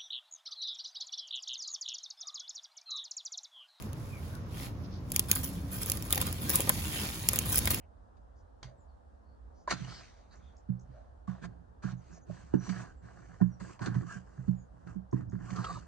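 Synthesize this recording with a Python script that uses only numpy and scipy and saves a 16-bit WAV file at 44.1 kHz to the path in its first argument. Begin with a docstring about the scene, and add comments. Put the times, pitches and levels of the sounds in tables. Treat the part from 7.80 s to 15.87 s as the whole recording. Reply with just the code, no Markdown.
"""Dogs tugging a can in snow

Two young dogs tug a hollow plastic watering can about in a snowy garden, close by.
The can booms when it bumps the ground, and its wall knocks and judders under their teeth.
Snow crunches and scrapes under can and paws. Small birds call far off over a quiet rumble."""
import sys
import numpy as np
from scipy import signal
from scipy.fft import rfft, irfft, next_fast_len
from scipy.io import wavfile
from scipy.ndimage import map_coordinates

SR = 44100
rng = np.random.default_rng(int(sys.argv[2]) if len(sys.argv) > 2 else 0)


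def dump_mix(stems):
    """Bounce the given channels to the path in sys.argv[1] as a 16-bit WAV at rate SR."""
    frames = np.atleast_2d(stems).T  # one column per channel
    limited = np.clip(frames, -1, 1)  # hard clip at full scale
    pcm = np.round(limited * 32767).astype(np.int16)
    wavfile.write(sys.argv[1], SR, pcm)


N = 355887

# The can's own tones: its wall, the air inside, and higher ones. A fade_s is the time to fall 60 dB.
# pitch_hz, level_db, fade_s, left_minus_right_db, left_lead_rad
WALL_TONES = [(126.2, -2.5, 0.28, -7, -0.62)]
AIR_TONES = [(182.2, 0, 0.2, -15, -1.4)]
HIGH_TONES = [(241.9, 0, 0.065, -12, 2.5), (298.6, -4.5, 0.099, -10, 2.9), (411.6, -16, 0.077, -6.5, 2.2)]
# The can hits the ground: start_s, level_db, wall_over_air_db, hardness_db (lifts the high tones)
BUMPS = [(0.842, -36.5, 13, -29), (1.924, -30, -2, 1.5), (2.004, -27, 9.5, -21), (2.89, -19, 0, -15),
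         (3.089, -40, 14, -6.5), (3.48, -24, -4.5, -15), (3.628, -33, -7, -14), (4.041, -22, -0.5, -6.5),
         (4.121, -28, 4, -10), (4.741, -17, -3, 5.5), (4.88, -27, -6, -5), (4.897, -24.5, -34, -23),
         (5.613, -10.5, -8.5, -6), (5.812, -32.5, -23, -4), (6.014, -31.5, -22, 2.5), (6.07, -23, -6, 1),
         (6.154, -17, 5.5, -9), (6.356, -31.5, -1, -12), (6.58, -27, 9, -15), (6.681, -14.5, -3.5, -11.5),
         (7.157, -26.5, -13.5, -9.5), (7.331, -18, 6, 1), (7.532, -28.5, -9, 0), (7.716, -25, -2, -10.5),
         (7.782, -26, 0, -37)]
def can_bumps():
    """The can booms. Where it is hit decides which tones sound, and the grip detunes them a little."""
    out, t = np.zeros((2, N)), np.arange(SR // 3) / SR
    for (start, db, wall_db, hard_db), grip in zip(BUMPS, rng.normal(1, 0.015, (len(BUMPS), 3))):
        softness = np.clip(0.78 - 0.08 * hard_db, .4, 1.5)  # dull blows start more slowly
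        wall = amp(wall_db) * can_ring(WALL_TONES, t, rise_s=0.0045 * softness, detune=grip[0])
        air = can_ring(AIR_TONES, t, rise_s=0.0033 * softness, detune=grip[1])
        high = amp(hard_db) * can_ring(HIGH_TONES, t, rise_s=0.0042 * softness, detune=grip[2])
        boom = (wall + air) / np.hypot(1, amp(wall_db))
        add(out, start - .002, amp(db) * (boom + high))
    # a small body gives off little sound below its lowest tone
    return signal.sosfilt(signal.butter(N=2, Wn=70, btype="high", fs=SR, output="sos"), out)


def can_ring(tones, t, rise_s, detune):
    """The can rings after a soft blow. The dented wall starts high in pitch, then relaxes."""
    out, bend, relax_s = 0, .07, .012
    bent_time = detune * (t + bend * relax_s * (1 - np.exp(-t / relax_s)))
    for hz, db, fade, pan_db, lead in tones:
        wave = amp(db - 60 * t / fade) * np.exp(2j * np.pi * hz * bent_time)
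        out = out + np.imag(left_right(pan_db, lead)[:, None] * wave)
    return out * (1 - np.exp(-(t / rise_s) ** 2))


def can_shudder(loudness):
    """Small jolts from jaws and ground keep the can rumbling while it is tugged."""
    t = np.arange(SR // 2) / SR
    ring = can_ring(WALL_TONES + AIR_TONES + HIGH_TONES, t, rise_s=0.0027, detune=0.924)
    damped = ring * amp(-90 * t)  # the jaws muffle it
    jolts = rng.standard_normal(N) * amp(4.9 * wobble(25))
    return amp(8.5) * loudness * unit(signal.fftconvolve(jolts[None], damped, axes=1)[:, :N])


# Teeth, wall and icy crust knock together: start_s, level_db, pitch_hz
KNOCKS = [(0.832, -45, 3230), (1.876, -20.5, 1026), (1.878, -30, 622), (1.906, -27.5, 4440),
          (1.913, -20.5, 1168), (1.923, -26, 1380), (2.048, -45, 2930), (2.121, -41, 1344),
          (3.477, -36.5, 1132), (3.650, -42, 710), (4.035, -40, 1160), (4.376, -45.5, 680),
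          (4.498, -32, 612), (4.736, -34.5, 893), (4.744, -40.5, 1644), (5.603, -36.5, 727),
          (5.616, -35.5, 1010), (5.994, -39, 984), (6.148, -39.5, 977), (6.212, -52, 1300),
          (6.229, -42, 1150), (7.328, -33.5, 1027), (7.373, -58, 1530), (7.842, -28.5, 1323),
          (7.846, -41, 3230), (7.894, -26.5, 1160), (7.903, -29, 1210), (7.907, -31.5, 1157),
          (7.971, -35.5, 967)]
def knocks():
    """Each hard contact rings three tones that die away quickly."""
    out, t = np.zeros(N), np.arange(SR // 10) / SR
    tones = [(0.99, 1.0, 0.032), (0.62, -8, 0.036), (1.6, -14.0, 0.012)]  # pitch_ratio, level_db, fade_s
    onset = 1 - np.exp(-t / 0.0029)
    for (start, db, hz), chance_db in zip(KNOCKS, rng.normal(0, 0.75, (len(KNOCKS), 3))):
        ring = sum(amp(level + nudge - 60 * t / fade) * np.sin(2 * np.pi * hz * ratio * t)
                   for (ratio, level, fade), nudge in zip(tones, chance_db))
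        add(out, start, amp(db + 2) * ring * onset)
    return np.array([out, out])


# Each tug drags the can a little way: start_s, rise_s, hold_s, fade_s, rasp_db, hiss_db, rumble_db
TUGS = [(1.884, .03, .008, 0.096, -41.5, -37.5, -48.5), (1.945, .03, 0.083, .3, -61, -56, -51.5),
        (2.056, 0.046, 0.034, 0.82, -57.5, -53.5, -77), (2.5, 0.034, 0.011, 0.2, -62, -68, -65.5),
        (2.55, 0.035, 0.11, 0.84, -74, -78.5, -73), (3.02, 0.14, 0.033, 0.59, -71, -80, -76.5),
        (3.471, 0.0073, 0.021, 0.66, -54, -68, -64), (3.604, .05, .003, 0.044, -49.5, -58, -49),
        (4.019, 0.013, 0.079, 0.13, -53.5, -61, -64), (4.116, .22, 0.037, 0.14, -65.5, -71.5, -66),
        (4.438, .11, 0.043, 1, -59.5, -66.5, -56), (4.784, 0.081, 0.15, 0.32, -49.5, -57.5, -50.5),
        (5.204, 0.052, 0.29, 1, -60.5, -73, -61), (5.793, 0.013, 0.13, 0.18, -55, -63, -61),
        (5.994, 0.036, 0.037, .12, -45, -56.5, -46), (6.103, .02, .1, 0.34, -60, -68, -50),
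        (6.236, .09, .02, 0.27, -53.5, -58.5, -59.5), (6.39, 0.094, 0.23, 0.48, -67, -77, -64),
        (6.878, 0.13, 0.026, .3, -72.5, -84, -61.5), (7.054, 0.026, 0.034, 0.24, -59, -73.5, -51.5),
        (7.346, 0.023, 0.018, 0.25, -58.5, -74, -45.5), (7.524, 0.011, 0.032, 0.48, -60.5, -79, -44.5),
        (7.56, 0.18, 0.21, 0.47, -51.5, -60, -51)]
def tugs():
    """Loudness curves for rasping plastic, hissing snow and the rumbling can as it is dragged."""
    rasp, hiss, rumble = np.zeros((3, N))
    for start, rise, hold, fade, rasp_db, hiss_db, rumble_db in TUGS:
        speed = swell(start, rise, hold, fade)
        rasp += (amp(rasp_db) * speed) ** 2
        hiss += (amp(hiss_db) * speed) ** 2
        rumble += (amp(rumble_db) * swell(start, rise, hold, fade_s=0.49)) ** 2
    scuff_rise_s = 0.0037
    for start, db, _, hard_db in BUMPS:  # hard bumps also scuff the snow's crust
        scuff = amp(db + hard_db - 33) * swell(start - scuff_rise_s, scuff_rise_s, 0, fade_s=0.11)
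        rasp += scuff ** 2
        hiss += (amp(-16) * scuff) ** 2
    return np.sqrt([rasp, hiss, rumble])


# Plastic squeaks low, snow whispers high: start_s, length_s, start_hz, end_hz, width_hz, level_db
RUBS = [(0, 0.065, 2550, 2380, 1280, -77), (.55, 0.081, 5500, 5940, 2600, -80),
        (.85, 0.14, 618, 582, 209, -60.5), (1.73, 0.14, 5200, 6000, 2445, -77.5),
        (2.06, 0.168, 4820, 4700, 1515, -55.5), (2.51, 0.038, 1817, 1444, 1854, -79),
        (2.50, 0.054, 4200, 4370, 1030, -67.5), (4.16, 0.062, 6600, 6300, 1200, -76),
        (4.305, 0.093, 6330, 6050, 1920, -64), (4.405, 0.053, 6300, 6500, 900, -72),
        (4.775, 0.16, 5950, 5800, 561, -58.5), (6.245, 0.097, 1050, 1440, 235, -54.5),
        (6.285, .09, 1680, 1550, 225, -47.5), (7.66, 0.071, 1312, 1185, 618, -55.5),
        (7.75, 0.078, 1200, 1098, 442, -43.5), (7.835, 0.0996, 1270, 1116, 226, -41.5),
        (7.94, 0.051, 1150, 1110, 400, -47), (7.75, 0.27, 4590, 4110, 1400, -60)]
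def rubs():
    """Surfaces stick and slip, keeping one rough tone going for the length of a stroke."""
    return glides(RUBS, flutter=0.9)


# Snow gives way: start_s, level_db, extra_treble_db, fade_s
CRUNCHES = [(0.369, -78, 2, 0.077), (0.829, -44, 3, 0.023), (0.838, -55.5, -1, 0.21),
            (1.875, -38.5, -12, 0.21), (1.909, -31.5, 2, 0.085), (2.047, -60.5, 5, 0.078),
            (2.116, -54, -6, 0.053), (4.031, -48, -8.5, 0.21), (4.116, -62, 3, 0.054),
            (4.891, -40.5, -1.5, 0.066), (5.801, -59, -3, 0.19), (5.992, -50.5, -8, 0.064),
            (6.016, -43.5, -12, 0.46), (6.059, -40.5, -0.5, 0.066), (6.144, -46.5, -10.5, 0.094),
            (6.209, -54, -20, .08), (7.072, -50, -15, 0.07), (7.325, -50.5, -27.5, 0.038),
            (7.372, -51.5, -23.5, 0.06), (7.407, -52, -19, .08), (7.521, -58.5, -17.5, .08),
            (7.552, -51.5, -20.5, 0.037), (7.704, -48, -1.5, 0.062), (7.759, -49, -2, 0.21),
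            (7.842, -40.5, -5, 0.074)]
def crunches():
    """Packed snow collapses in short bursts. Gives loudness curves for the low and high parts."""
    low, high = np.zeros((2, N))
    t, rise_s = np.arange(SR // 3) / SR, 0.00057
    for start, db, treble_db, fade in CRUNCHES:
        burst = (1 - np.exp(-(t / rise_s) ** 2)) * amp(-60 * t / fade)
        burst = amp(db) * burst / burst.max()
        add(low, start, burst)
        add(high, start, burst * amp(treble_db))
    return amp(-0.5) * low, high


# Tone colours of scraped plastic, snow close underfoot and sliding snow: pitch_hz, level_db
PLASTIC_COLOUR = [(200, -16.5), (400, -1), (560, -8.5), (700, -0.5), (880, -9), (1050, -0.5), (1250, -4),
                  (1620, -0.5), (1950, -10), (2400, -32), (3300, -44), (4500, -52.5), (7000, -100)]
UNDERFOOT_COLOUR = [(1300, -4.5), (2150, -2.5), (2800, -7.5), (3500, -7.5), (4550, -3), (5400, -10.5),
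                    (6300, -6), (7500, -16.5), (8700, -20.5), (9600, -34.5), (12000, -66)]
SLIDING_COLOUR = [(1300, -33), (2200, 2), (2900, 2.5), (3700, -12), (4500, 2), (5400, -1.5), (6100, 5),
                  (8000, -0.5), (9600, -19.5), (12000, -55)]
def snow(rasp, hiss):
    """Sliding and crunching scrape the can and stir snow. The hiss changes as the dogs move off."""
    crush, spray = crunches()
    away = np.interp(np.arange(N) / SR, (2.86, 6.3), (0, 1))  # they move between these seconds
    catches = unit(amp(2.7 * wobble(70)))  # the can grips and lets go
    scraping = np.hypot(amp(-0.55) * rasp * catches, crush)
    stirring = np.hypot(amp(1.5) * hiss * np.sqrt(1 - away), spray)
    plastic = scraping * snow_grains(PLASTIC_COLOUR, snaps_per_s=2800, clump_db=0)
    underfoot = stirring * snow_grains(UNDERFOOT_COLOUR, snaps_per_s=9000, clump_db=0.5)
    ahead = hiss * np.sqrt(away) * snow_grains(SLIDING_COLOUR, snaps_per_s=12000, clump_db=1.5)
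    return plastic + underfoot + ahead


# How alike the snow sounds in both ears: pitch_hz, likeness (1 means the same)
SNOW_LIKENESS = [(1500, 1), (4000, 0.26), (9000, 0.2)]
def snow_grains(colour, snaps_per_s, clump_db):
    """Snow crystals snap at random, in brief clumps. Shifting contact keeps changing their colour."""
    snaps = (rng.random((2, N)) < snaps_per_s / SR) * rng.standard_normal((2, N))
    clumps = snaps * amp(clump_db * wobble(220))
    return stereo(drift_colour(clumps, depth_db=2.5, bands=3, frames=8), colour, SNOW_LIKENESS)


# Which side knocks, snow and rubs are louder on: pitch_hz, left_minus_right_db
CONTACT_BALANCE = [(1500, -2), (4000, 0.5), (8000, 0.5)]
# How far their wave is ahead in the left ear: pitch_hz, left_lead_rad
CONTACT_LEAD = [(400, 1.75), (1000, 1.03), (2000, 0.79), (5000, -1.3)]
def place_contact(sound):
    """Contact sounds reach each ear with a slightly different level and timing."""
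    return filtered(sound, lambda hz: left_right(along(CONTACT_BALANCE, hz), along(CONTACT_LEAD, hz)))


# Far bird notes: start_s, length_s, start_hz, end_hz, width_hz, level_db
BIRD_NOTES = [(0.97, 0.068, 8060, 6500, 200, -82.5), (1.08, 0.049, 4600, 4250, 504, -86),
              (1.42, 0.16, 4500, 4400, 488, -89), (2.609, 0.11, 3430, 3450, 605, -77.5),
              (3.11, 0.0995, 515, 709, 169, -62), (5.162, 0.058, 7870, 7180, 150, -83.5),
              (5.696, 0.072, 6000, 5500, 127, -75), (6.739, 0.11, 7160, 6520, 400, -76.5)]
# One bird repeats its tick: start_s
BIRD_TICKS = [2.553, 2.765, 2.993, 7.311, 7.494]
def birds():
    """Thin, mostly falling whistles, quick rising ticks and one low far call."""
    tick = (.0105, 4800, 7750, 1200, -67.5)  # length_s, start_hz, end_hz, width_hz, level_db
    return glides(BIRD_NOTES + [(start, *tick) for start in BIRD_TICKS], flutter=0.56)


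# How long the echo lasts: pitch_hz, fade_s
ECHO_FADES = [(150, 0.46), (1200, 0.28), (8000, 0.12)]
def yard_echo(sound):
    """The house wall and shrubs scatter sound back, 10 ms late."""
    hz, t, noise = signal.stft(rng.standard_normal((2, SR // 2)), SR, nperseg=256)
    tail = signal.istft(noise * amp(-60 * t / along(ECHO_FADES, hz)[:, None]), SR, nperseg=256)[1]
    delayed = np.pad(sound, ((0, 0), (SR // 100, 0)))
    return signal.fftconvolve(delayed, tail / np.linalg.norm(tail[0]), axes=1)[:, :N]


# Tone colour of the garden's background: pitch_hz, level_db
GARDEN_COLOUR = [(12, -52.5), (20, -38), (47, -6), (66, -2), (135, -26.5), (215, -22), (258, -22.5),
                 (370, -29.5), (400, -26.5), (492, -24.5), (725, -24.5), (1660, -38.5), (2200, -55.5),
                 (4420, -56.5), (9590, -62.5), (12500, -81.5), (21100, -120)]
# How alike it is in both ears: pitch_hz, likeness
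GARDEN_LIKENESS = [(60, 1), (160, -0.15), (450, -0.36), (1220, -0.36), (3340, 0.25), (9140, -0.026)]
# Which side is louder: pitch_hz, left_minus_right_db
GARDEN_BALANCE = [(60, -4), (210, -2.5), (740, 1), (2600, -1), (9140, 0.5)]
def garden():
    """A steady far rumble and a soft hush whose colour drifts."""
    noise = drift_colour(rng.standard_normal((2, N)), depth_db=1.0, bands=4, frames=14)
    hush = stereo(noise, GARDEN_COLOUR, GARDEN_LIKENESS)
    placed = filtered(hush, lambda hz: amp(np.outer([.5, -.5], along(GARDEN_BALANCE, hz))))
    return amp(-55 + 0.24 * wobble(5.3)) * placed


def glides(notes, flutter):
    """Narrow bands of noise that swell, slide in pitch and fade. More flutter makes them rougher."""
    out = np.zeros(N)
    for start, length, start_hz, end_hz, width_hz, db in notes:
        progress = np.linspace(0, 1, int(length * SR))
        hz = end_hz + (start_hz - end_hz) * (1 - progress) ** 1.1
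        real, imag = (map_coordinates(points, [progress * length * width_hz], mode="wrap")
                      for points in rng.standard_normal((2, 512)))
        waver = (real + 1j * imag) / (np.hypot(real, imag) + .3) ** (1 - flutter)
        tone = unit(np.real(waver * np.exp(2j * np.pi * np.cumsum(hz) / SR)))
        add(out, start, amp(db) * np.sin(np.pi * progress) * tone)
    return np.array([out, out])


def swell(start_s, rise_s, hold_s, fade_s):
    """A loudness curve that rises smoothly to 1, holds and dies away."""
    t = np.arange(int((rise_s + hold_s + fade_s) * SR)) / SR
    rise = np.sin(np.pi / 2 * np.minimum(t / rise_s, 1)) ** 2
    fall = amp(-60 * np.maximum(t - rise_s - hold_s, 0) / fade_s)
    out = np.zeros(N)
    add(out, start_s, rise * fall)
    return out


def drift_colour(pair, depth_db, bands, frames):
    """Turn a noise up and down in random patches, so many pitch bands wide and time frames long."""
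    spectrum = signal.stft(pair, nperseg=512)[2]
    grid = np.indices(spectrum.shape[1:]) / np.array([bands, frames])[:, None, None]
    patches = map_coordinates(rng.standard_normal(spectrum.shape[1:]), grid, order=1)
    return signal.istft(spectrum * amp(depth_db * unit(patches)), nperseg=512)[1][:, :N]


def stereo(pair, colour, likeness):
    """Colour two unrelated noises and blend them into left and right."""
    def blend(hz):
        angle = np.arccos(np.clip(along(likeness, hz), -1, 1)) / 2
        return amp(along(colour, hz)) * [np.cos(angle), np.sin(angle)]
    middle, side = filtered(pair, blend)
    return unit(np.array([middle + side, middle - side]))


def left_right(pan_db, lead_rad):
    """Gains that make the left ear louder by pan_db and earlier by lead_rad, at the same total power."""
    pair = np.array([amp(pan_db) * np.exp(1j * lead_rad), np.ones_like(lead_rad)])
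    return pair / np.sqrt(np.mean(abs(pair) ** 2, axis=0))


def filtered(sound, gain_at):
    """Give each frequency of a sound its own gain."""
    size = next_fast_len(N + SR // 2)
    return irfft(rfft(sound, size) * gain_at(np.fft.rfftfreq(size, 1 / SR)), size)[..., :N]


def wobble(per_s):
    """A smooth curve through per_s random points a second."""
    return map_coordinates(rng.standard_normal(int(N * per_s / SR) + 4), [np.arange(N) * per_s / SR])


def along(table, hz):
    """Read between the rows of a (pitch_hz, value) table, on a log pitch scale."""
    pitches, values = np.transpose(table)
    return np.interp(np.log(hz + 1), np.log(pitches + 1), values)


def add(track, start_s, sound):
    """Mix a sound into the track at start_s."""
    part = track[..., max(round(start_s * SR), 0):][..., :sound.shape[-1]]
    part += sound[..., :part.shape[-1]]


def amp(db):
    """Turn decibels into a gain."""
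    return 10 ** (np.asarray(db) / 20)


def unit(sound):
    """Scale to an average (rms) level of 1."""
    return sound / np.sqrt(np.mean(sound ** 2) + 1e-20)


def scene():
    """Can and snow close by, birds and garden behind."""
    rasp, hiss, rumble = tugs()
    contact = place_contact(knocks() + snow(rasp, hiss) + rubs())
    can = can_bumps() + can_shudder(rumble)
    song = birds()
    echo = yard_echo(amp(-21) * contact + amp(-23.5) * can + song)
    return contact + can + song + echo + garden()


def record(dry):
    """Cut away the highest treble."""
    top_hz = 10400
    return filtered(dry, lambda hz: 1 / np.sqrt(1 + (hz / top_hz) ** 60))


dry = scene()
out = record(dry)
dump_mix(out)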